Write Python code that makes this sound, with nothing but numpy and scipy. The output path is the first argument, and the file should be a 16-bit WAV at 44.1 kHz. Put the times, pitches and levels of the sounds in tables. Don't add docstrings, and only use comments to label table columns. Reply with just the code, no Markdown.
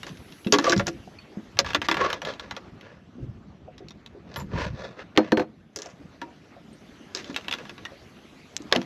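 import sys
import numpy as np
from scipy import signal
from scipy.io import wavfile
from scipy.ndimage import uniform_filter1d

SR = 44100
rng = np.random.default_rng(int(sys.argv[2]) if len(sys.argv) > 2 else 0)


def transcribe(u):
    v = np.clip(np.atleast_2d(u).T, -1, 1)
    q = np.round(v * 32767).astype(np.int16)
    wavfile.write(sys.argv[1], SR, q)


def field_ratio(decibels):
    return 10 ** (np.asarray(decibels, dtype=float) / 20)


N = 390285


def evened(x):
    return x / np.sqrt(np.mean(x ** 2) + 1e-20)


def peaked(x):
    return x / (abs(x).max() + 1e-20)


def read(points, hz):
    f, value = np.transpose(points)
    return np.interp(np.log(hz + 1), np.log(f + 1), value)


def curve(rows, column=1):
    return np.interp(np.arange(N) / SR, [r[0] for r in rows], [r[column] for r in rows])


def add(mix, start_s, sound):
    part = mix[round(start_s * SR):][:len(sound)]
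    part += sound[:len(part)]


def colour(x, points):
    gain_db = read(points, abs(np.fft.fftfreq(8192, 1 / SR)))
    log_gain = np.log(field_ratio(np.maximum(gain_db, -100)))
    taps = np.fft.ifft(np.exp(np.conj(signal.hilbert(log_gain)))).real[:4096]
    return signal.oaconvolve(x, taps)[:len(x)]


def resonance(x, hz, q):
    return signal.lfilter(*signal.iirpeak(hz, q, SR), x)


def ring(hz, db, t60_s, rise_s, spread):
    t = np.arange(round(.3 * SR))[:, None] / SR
    weight, detune = rng.standard_normal((2, len(hz)))
    decay = field_ratio(db + 2.2 * weight - 60 * t / t60_s)
    modes = decay * np.sin(2 * np.pi * hz * (1 + spread * detune) * t)
    return modes.sum(1) * (1 - np.exp(-(t[:, 0] / rise_s) ** 2))


def crack(hz, t60_s):
    t = np.arange(round(.15 * SR)) / SR
    noise, bounce = rng.standard_normal((2, len(t)))
    chatter = noise * (.35 + 2.2 * (bounce > 2.1)) * field_ratio(-60 * t / t60_s)
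    burst = chatter + 2.2 * noise * np.exp(-t / .0012)
    burst[:3] += 7.0 * np.array([.5, 1, -.5])
    wide = signal.lfilter([1, -.85], [1], burst)
    return peaked(0.3 * wide + resonance(burst, hz, 2.2))


def rattled(x, decay_s):
    chatter = 0.018 * rng.standard_normal(600) * np.exp(-np.arange(600) / SR / decay_s)
    chatter[0] = 1
    return peaked(signal.oaconvolve(x, chatter))


def thud(hz, t60_s):
    t = np.arange(round(.2 * SR)) / SR
    low, high = rng.standard_normal((2, len(t)))
    low_band = signal.butter(2, [0.18 * hz, hz], "band", fs=SR)
    high_band = signal.butter(1, [hz, 2.7 * hz], "band", fs=SR)
    low = signal.lfilter(*low_band, low * field_ratio(-60 * t / t60_s))
    high = signal.lfilter(*high_band, high * field_ratio(-60 * t / (0.45 * t60_s)))
    return peaked(low + 0.34 * high)


# time in seconds, wash level in dB, thin treble hiss level in dB.
WASH_LEVELS = [(0, -49, -68.5), (.47, -51.5, -62), (1.3, -50.5, -81.5), (2.6, -45.5, -97.5), (3, -55, -94),
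               (3.6, -54, -99.5), (5.1, -51.5, -94.5), (5.74, -61, -87.5), (6, -52.5, -85),
               (6.6, -51.5, -86.5), (6.8, -51, -78.5), (7.5, -45, -80.5), (8.3, -51, -76.5),
               (8.85, -44.5, -80.5)]
# Hz, relative density in dB per Hz.
WASH_SPECTRUM = [(180, -30), (300, -0.5), (447, -9), (656, -9), (925, -15.5), (1250, -14), (2740, -18.5),
                 (5520, -28), (8000, -25.5), (10400, -75), (17600, -120)]


def wash():
    frames, hz = N // 128 + 5, np.fft.rfftfreq(512, 1 / SR)
    real, imag, patches = rng.standard_normal((frames, 257, 3)).T
    patches = evened(uniform_filter1d(uniform_filter1d(patches, 8, 0), 16, 1))
    tone_db = read(WASH_SPECTRUM[1:-2], hz) - 40 * (hz < 250)
    times_s, _, hiss_db = np.transpose(WASH_LEVELS)
    lift_db = np.interp(np.arange(frames) * 128 / SR, times_s, hiss_db) - hiss_db.mean()
    tilt_db = .15 * np.outer(np.log2(np.maximum(hz, 1200) / 1200), lift_db)
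    z = (real + 1j * imag) * field_ratio(tone_db[:, None] + tilt_db + 2.6 * patches)
    noise = signal.istft(z, nperseg=512, noverlap=384)[1][:N]
    return field_ratio(curve(WASH_LEVELS)) * evened(noise)


# time in seconds, level in dB.
BREEZE_LEVELS = [(0, -52.5), (.6, -58.5), (.8, -36), (.95, -47), (1.3, -60), (1.65, -44.5), (2.1, -51.5),
                 (3.1, -57), (3.27, -41), (3.42, -53.5), (4.2, -56.5), (4.55, -34), (4.75, -38.5),
                 (4.95, -57.5), (5.55, -62), (7.5, -56.5), (8.2, -59.5), (8.8, -57)]
# Hz, relative density in dB per Hz.
GUST_SPECTRUM = [(15, -33), (30, -5.5), (60, 4), (100, 6), (150, -2), (250, -52.5)]
# Hz, relative density in dB per Hz.
HULL_SPECTRUM = [(60, -44), (120, -2), (190, 3.5), (300, -8), (450, -15), (800, -46)]
LAP_DB, LAP_SHARE = -54, 0.71
BOOM_DB, BOOM_S = -26, 0.053


def breeze(knocks):
    unevenness = uniform_filter1d(uniform_filter1d(rng.standard_normal((2, N)), 900), 900)
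    lumps = field_ratio(4.2 * evened(unevenness))
    deep = evened(lumps[0] * colour(rng.standard_normal(N), GUST_SPECTRUM))
    upper = evened(lumps[1] * colour(rng.standard_normal(N), HULL_SPECTRUM))
    keep = np.exp(-1 / (BOOM_S * SR))
    shaken = field_ratio(BOOM_DB) * np.sqrt(signal.lfilter([1 - keep], [1, -keep], knocks ** 2))
    breeze_db = curve(BREEZE_LEVELS)
    lapping = field_ratio(LAP_DB + LAP_SHARE * (breeze_db + 57.5))
    return field_ratio(breeze_db) * deep + (lapping + shaken) * upper


# start in seconds, peak in dB, low gear part against it in dB, brightest Hz.
CLICK_ROWS = [(0.0316, -17, -16.5, 2030), (0.0671, -27, -6, 6600), (0.0922, -24.5, -33, 3320),
              (0.172, -33.5, -28, 4000), (.323, -27, -21, 3270), (0.447, -27, -18, 3130),
              (.47, -16, -22, 2520), (0.5238, 5, -21, 4800), (.5394, -4, -10, 3540),
              (0.5584, -22, -1, 4500), (0.5856, -5, -8.5, 3940), (0.643, -10.5, -9.5, 4970),
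              (0.69, -19, -19, 3500), (0.6959, -0.5, -21, 5400), (.7212, -5.5, -23, 4940),
              (0.7298, -15.5, -4, 4930), (0.764, -17, -12, 4940), (0.7774, -11, -24, 5350),
              (0.7954, -10.5, -6, 2600), (0.8686, -10.5, -17, 5500), (0.886, -19, -16, 5630),
              (1.5705, -26, -7.5, 2790), (1.5898, 5.5, -20.5, 4640), (1.646, -24, -1, 2230),
              (1.663, -21.5, -5, 3550), (1.6877, -21, -8, 2480), (1.7044, -19.5, -7.5, 2010),
              (1.7335, -13.5, -18, 2010), (1.7474, -0.5, -12, 2630), (1.8169, -12, -10, 2100),
              (1.8859, -4.5, -7.5, 3020), (1.9133, -5, -9.5, 2980), (1.9432, -13.5, -7.5, 2480),
              (1.969, -14.5, -3.5, 2230), (2.1016, -12.5, -10, 2310), (2.1293, -8, -15.5, 3330),
              (2.218, -18.5, -10, 2620), (2.2503, -15.5, -15, 3420), (2.286, -29, -1, 2110),
              (2.337, -25.5, -25, 3230), (2.3963, -20, -13, 3750), (2.5099, -16.5, -10.5, 3560),
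              (2.5654, -21, -8.5, 3860), (2.811, -31, -25, 2810), (3.7802, -32.5, -15, 3920),
              (3.8849, -28, -36, 3880), (3.907, -28.5, -18, 3800), (4.0615, -28.5, -20, 3370),
              (4.3412, -29, -11, 4150), (4.36, -18, -11, 3300), (4.398, -28, -26, 5500),
              (5.7607, -11.5, -27.5, 6400), (5.7882, -20, -21, 6510), (5.8197, -18.5, -25, 5700),
              (5.8594, -27, -21, 6350), (5.9, -40, -20, 6400), (6.2156, -22, -6.5, 2510),
              (7.1492, -8, -26, 5100), (7.172, -16.5, -30, 4440), (7.244, -25, -26, 3520),
              (7.299, -34, -3, 6500), (7.3294, -36, -22, 6500), (7.3448, -21.5, -28, 2750),
              (7.3625, -6.5, -18.5, 2670), (7.445, -33, -12, 2670), (7.4827, -11.5, -18.5, 2670),
              (7.512, -10.5, -21.5, 3230), (7.5258, -7.5, -21, 2580), (7.5377, -10, -16, 2670),
              (7.5855, -25.5, -12, 2630), (7.653, -29, -10, 2230), (7.6942, -21, -12, 2500),
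              (7.7798, -29, -10, 2730), (7.852, -15, -18, 2000), (8.5657, -5.5, -36, 6580),
              (8.7148, -28, -6, 3720), (8.7252, 2, -11.5, 3790), (8.7502, -18, -2, 2590),
              (8.7615, -5.5, -21, 3330), (8.828, -30, -9, 3450)]
# Hz, level in dB, t60 as a factor on the click's.
GEAR_MODES = [(976, -5, 0.76), (1144.6, -5.5, 1.1), (1401, -5.5, 0.81), (1686, 0, 0.5), (2010, -11.5, 1.4)]
# Hz, level in dB.
PART_MODES = [(2330, -17), (2750, 3.5), (3300, 3), (3750, 3), (4200, -0.5), (4650, -3), (5050, 0.5),
              (5400, 3.5), (5850, 3), (6500, 7.5), (7250, 8.5)]
CLICK_T60_S, SHORTER_PER_DB = 0.06, 0.0025
SETTLE_DB, SETTLE_S = -21, 0.023
LIFTED_S, LIFTED_RING = 8.2, .45


def clicks():
    out = np.zeros(N)
    part_hz, part_db = np.transpose(PART_MODES)
    gear_hz, gear_db, longer = np.transpose(GEAR_MODES)
    luck = rng.exponential(1, (len(CLICK_ROWS), 2))
    settling = [(s + SETTLE_S * late, db + SETTLE_DB - 4.0 * weak, low_db, hz)
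                for (s, db, low_db, hz), (late, weak) in zip(CLICK_ROWS, luck)]
    for s, db, low_db, hz in CLICK_ROWS + settling:
        t60_s = CLICK_T60_S * np.exp(-SHORTER_PER_DB * (db + 24.5))
        if s > LIFTED_S:
            t60_s *= LIFTED_RING
        near_db = part_db - 14 * abs(np.log2(part_hz / hz))
        parts = ring(part_hz, near_db, .5 * t60_s, 0.000081, 0.04)
        hard = peaked(crack(hz, t60_s)[:6000] + .35 * peaked(parts)[:6000])
        gear = ring(gear_hz, gear_db, longer * t60_s, .0004, 0.015)
        add(out, s, field_ratio(db) * hard)
        add(out, s, field_ratio(db + low_db) * rattled(gear, 0.0015))
        add(out, s, field_ratio(db + low_db) * thud(2100, 1.5 * t60_s))
    return out


# start in seconds, peak in dB, main pitch in Hz.
THUMP_ROWS = [(0.045, -39, 375), (.464, -16, 226), (.527, -8.5, 416), (0.54, -14, 287), (.589, -16, 293),
              (0.643, -20, 465), (.676, -12, 565), (0.699, -17, 344), (0.727, -17.5, 354),
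              (.763, -14.5, 199), (0.779, -17.5, 118), (.799, -21.5, 544), (0.876, -24.5, 337),
              (1.071, -39.5, 220), (1.371, -23.5, 212), (1.59, -21, 513), (1.751, -25, 291),
              (1.888, -23, 341), (1.915, -24, 321), (2.011, -19.5, 542), (2.224, -32.5, 568),
              (2.567, -38, 561), (3.153, -35, 242), (3.182, -31.5, 254), (3.228, -24, 121),
              (3.272, -32, 127), (3.359, -39.5, 230), (3.678, -33.5, 642), (3.805, -34, 390),
              (3.844, -37.5, 161.5), (4.148, -36, 360), (4.377, -29.5, 132), (4.422, -29, 191),
              (4.534, -22.5, 174), (4.661, -27.5, 192), (4.731, -30, 135.3), (5.764, -31, 380.6),
              (5.858, -33.5, 645), (6.219, -31, 295), (6.565, -38, 646), (7.149, -32, 382),
              (7.296, -25.5, 255.6), (7.919, -38, 578), (8.603, -30.5, 291), (8.722, -18.5, 466),
              (8.762, -16, 250), (8.789, -25, 192)]
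# Hz, level in dB.
DECK_MODES = [(200, 2.5), (245, -2.5), (285, 2.5), (335, 5), (410, 2), (470, -6.5), (540, 6.5), (640, -8.5),
              (700, 4.5)]
PANEL_T60_S, PANEL_HZ, PANEL_LOSS = 0.27, 307, 0.83


def thumps():
    out, (deck_hz, deck_db) = np.zeros(N), np.transpose(DECK_MODES)
    for s, db, hz in THUMP_ROWS:
        mode_hz = np.append(deck_hz, hz)
        mode_db = np.append(deck_db - 16 * abs(np.log2(deck_hz / hz)), 3)
        t60_s = PANEL_T60_S * np.exp(-PANEL_LOSS * abs(np.log2(hz / PANEL_HZ)))
        add(out, s, field_ratio(db) * peaked(ring(mode_hz, mode_db, t60_s, 0.0015, 0.024)))
    return out


# peak time in seconds, level in dB, half length in seconds,
# brightness in dB, Hz that sings out.
DRAG_STROKES = [(0.087, -55, 0.032, 26, 1060), (0.539, -26, 0.014, 21, 1070), (0.669, -27, 0.049, 12, 1160),
                (.729, -17, 0.007, 4, 1510), (0.881, -22.5, 0.013, 7.5, 6440), (1.683, -35, 0.038, 9, 3480),
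                (1.852, -32.5, 0.011, 15.5, 1930), (2.03, -29, 0.049, -5, 1127),
                (2.141, -39, 0.03, -4, 3200), (2.281, -32, 0.044, -0.5, 3220), (2.437, -49, 0.04, -5, 3600),
                (2.862, -60.5, 0.085, -11, 1420), (4.327, -48.5, 0.052, -0.5, 3600),
                (4.388, -39, 0.029, 3, 946), (4.591, -40.5, 0.067, -8, 950),
                (4.619, -37.5, 0.043, 15.5, 1450), (4.82, -39, 0.07, -0.3, 3430),
                (4.998, -40.5, 0.024, -2.5, 1324), (5.25, -47.5, 0.052, -6, 1710),
                (5.827, -39, 0.073, 7, 6360), (7.182, -45.5, 0.034, 23.5, 1830),
                (7.274, -40.5, 0.04, 6.5, 3470), (7.386, -36, 0.012, 5.5, 2630), (7.536, -40, .04, 5, 2720),
                (7.61, -54, 0.023, -9.5, 2660), (8.758, -33, 0.025, -2.5, 690)]
# Hz, width in Hz, relative level in dB.
MESH_MODES = [(546, 170, 19.5), (950, 370, 6.5), (1160, 500, -1.5), (1570, 260, 0), (1720, 480, -0.5),
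              (2500, 310, 4), (3600, 600, -14.5), (5900, 900, -10.5)]
ONSET_SHARE = .8
KNOTS_PER_S, KNOT_DB = 170, 17
RUB_DB, RUB_WIDTH_HZ = -7, 45


def drag():
    tick_size = field_ratio(1.8 * np.minimum(rng.exponential(1, N), 5)) * (rng.random(N) < 4000 / SR)
    slips = evened(tick_size * rng.standard_normal(N)) + .8 * rng.standard_normal(N)
    uneven_grip = field_ratio(2.6 * evened(uniform_filter1d(rng.standard_normal(N), 300)))
    knots = field_ratio(KNOT_DB) * rng.standard_normal(N) * (rng.random(N) < KNOTS_PER_S / SR)
    slips = slips * uneven_grip + knots
    body = 0.38 * signal.lfilter(*signal.butter(2, [600, 7000], "band", fs=SR), slips)
    for hz, width_hz, db in MESH_MODES:
        body = body + 0.16 * field_ratio(db) * evened(resonance(slips, hz, hz / width_hz))
    for hz, db, _ in GEAR_MODES:
        body = body + field_ratio(RUB_DB + db) * evened(resonance(slips, hz, hz / RUB_WIDTH_HZ))
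    dull = signal.lfilter(*signal.butter(1, 1800, fs=SR), body)
    dull, sharp, out = evened(dull), evened(body - dull), np.zeros(N)
    for s, db, half_s, tilt_db, hz in DRAG_STROKES:
        near = np.arange(max(round((s - .3) * SR), 0), min(round((s + .4) * SR), N))
        t = near / SR - s
        stroke = np.exp(-(t / (half_s * np.where(t < 0, ONSET_SHARE, 2 - ONSET_SHARE))) ** 2)
        singing = evened(resonance(slips[near], hz, 14 * np.sqrt(900 / hz))) * 900 / hz
        scrape = dull[near] * field_ratio(-tilt_db) + sharp[near] * field_ratio(tilt_db - 18)
        out[near] += field_ratio(db) * stroke * (scrape + singing)
    return out


# start in seconds, peak in dB, Hz, t60 in seconds.
TING_ROWS = [(0.673, -19, 1148, 0.12), (1.075, -36, 724, 0.048), (1.186, -41, 4420, 0.12),
             (1.187, -39, 2500, 0.022), (2.017, -17.5, 1090, 0.19), (4.364, -26, 11500, 0.14),
             (4.372, -39, 7400, .09), (4.4, -36, 7200, 0.065), (4.405, -35, 950, 0.092),
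             (6.218, -31, 955, 0.19), (6.73, -32, 8700, .05), (7.855, -29, 1900, 0.072)]


def tings():
    out = np.zeros(N)
    for s, db, hz, t60_s in TING_ROWS:
        modes = ring(hz * np.array([.99, 1, 1.012]), 0, t60_s, 0.0012, 0.0099)
        add(out, s, field_ratio(db) * rattled(modes, .008))
    return out


# start in seconds, peak of its ring in dB, crack against it in dB.
DROP_ROWS = [(5.154, -40, 4), (5.163, -29, 8), (5.175, -3, 5), (5.32, -6, 8), (5.372, -11, -1.5),
             (5.396, -13, 1), (5.417, -23, -25)]
# Hz, level in dB, t60 in seconds.
FRAME_MODES = [(223, -6.5, 0.17), (318.5, -1.5, 0.16), (382.4, -0.5, 0.079), (506, -6.5, 0.14),
               (616, -5, 0.071), (704, -15.5, 0.15), (916, -17.5, 0.063), (1534, -11.5, .05),
               (1770, -3.5, 0.027)]
# Hz, level against the blow in dB, t60 in seconds.
TUBE_MODES = [(4235, -29, .11), (11950, -29, .075)]


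def net_frame():
    out, (hz, mode_db, t60_s) = np.zeros(N), np.transpose(FRAME_MODES)
    soften = signal.butter(1, 6000, fs=SR)
    for s, db, crack_db in DROP_ROWS:
        add(out, s, field_ratio(db) * rattled(ring(hz, mode_db, t60_s, 0.0022, 0.012), 0.0021))
        add(out, s, field_ratio(db + crack_db) * signal.lfilter(*soften, crack(2540, 0.02)))
        add(out, s, field_ratio(db - 4) * thud(800, .12))
        add(out, s, field_ratio(db) * ring(*np.transpose(TUBE_MODES), 0.0013, 0.0018))
    return out


ECHO_S = .0108
ECHO_DB, LIFTED_ECHO_DB = -10, -19


def scene():
    hits = clicks() + tings()
    smear = .15 * rng.standard_normal(200) * np.exp(-np.arange(200) / 30.)
    smear[0] = 1
    echo = np.append(np.zeros(round(ECHO_S * SR)), smear / np.linalg.norm(smear))
    echo_db = np.where(np.arange(N) > LIFTED_S * SR, LIFTED_ECHO_DB, ECHO_DB)
    hits = hits + field_ratio(echo_db) * signal.oaconvolve(hits, echo)[:N]
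    knocks = thumps() + net_frame()
    mono = wash() + breeze(knocks) + hits + knocks + drag()
    return np.array([mono, mono])


def top_cut(x):
    return signal.sosfilt(signal.butter(12, 16640, fs=SR, output="sos"), x)


# Hz, gain in dB.
MIC_RESPONSE = [(20, -7.5), (60, -0.5), (120, -0.5), (6000, -0.5), (7200, -9.5), (8200, -14.5),
                (9100, -28.5), (10200, -18.5), (11900, -16), (13000, -33), (15800, -49), (16600, -84.5)]
# Hz, gain in dB.
SIDE_RESPONSE = [(700, -76), (1400, -48), (3000, -37.5), (6000, -27), (9000, -23), (11000, -10),
                 (14000, -4)]
# Hz, relative density in dB per Hz.
HISS_SPECTRUM = [(8000, -40), (9500, -3), (11000, 1.5), (12000, -4.5), (13200, -11), (15000, -27.5)]


def record(dry):
    mid = colour(dry.mean(0), MIC_RESPONSE)
    scatter = rng.standard_normal(200) * np.exp(-np.arange(200) / 60.)
    scattered = signal.oaconvolve(mid, scatter / np.linalg.norm(scatter))[:N]
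    side = colour(scattered, SIDE_RESPONSE)
    hiss_gain = field_ratio(curve(WASH_LEVELS, column=2))
    left_hiss, right_hiss = [hiss_gain * evened(colour(rng.standard_normal(N), HISS_SPECTRUM)) for _ in "LR"]
    mix = np.clip([mid + side + left_hiss, mid - side + right_hiss], -.96, .96)
    return top_cut(mix)


dry = scene()
out = record(dry)
transcribe(out)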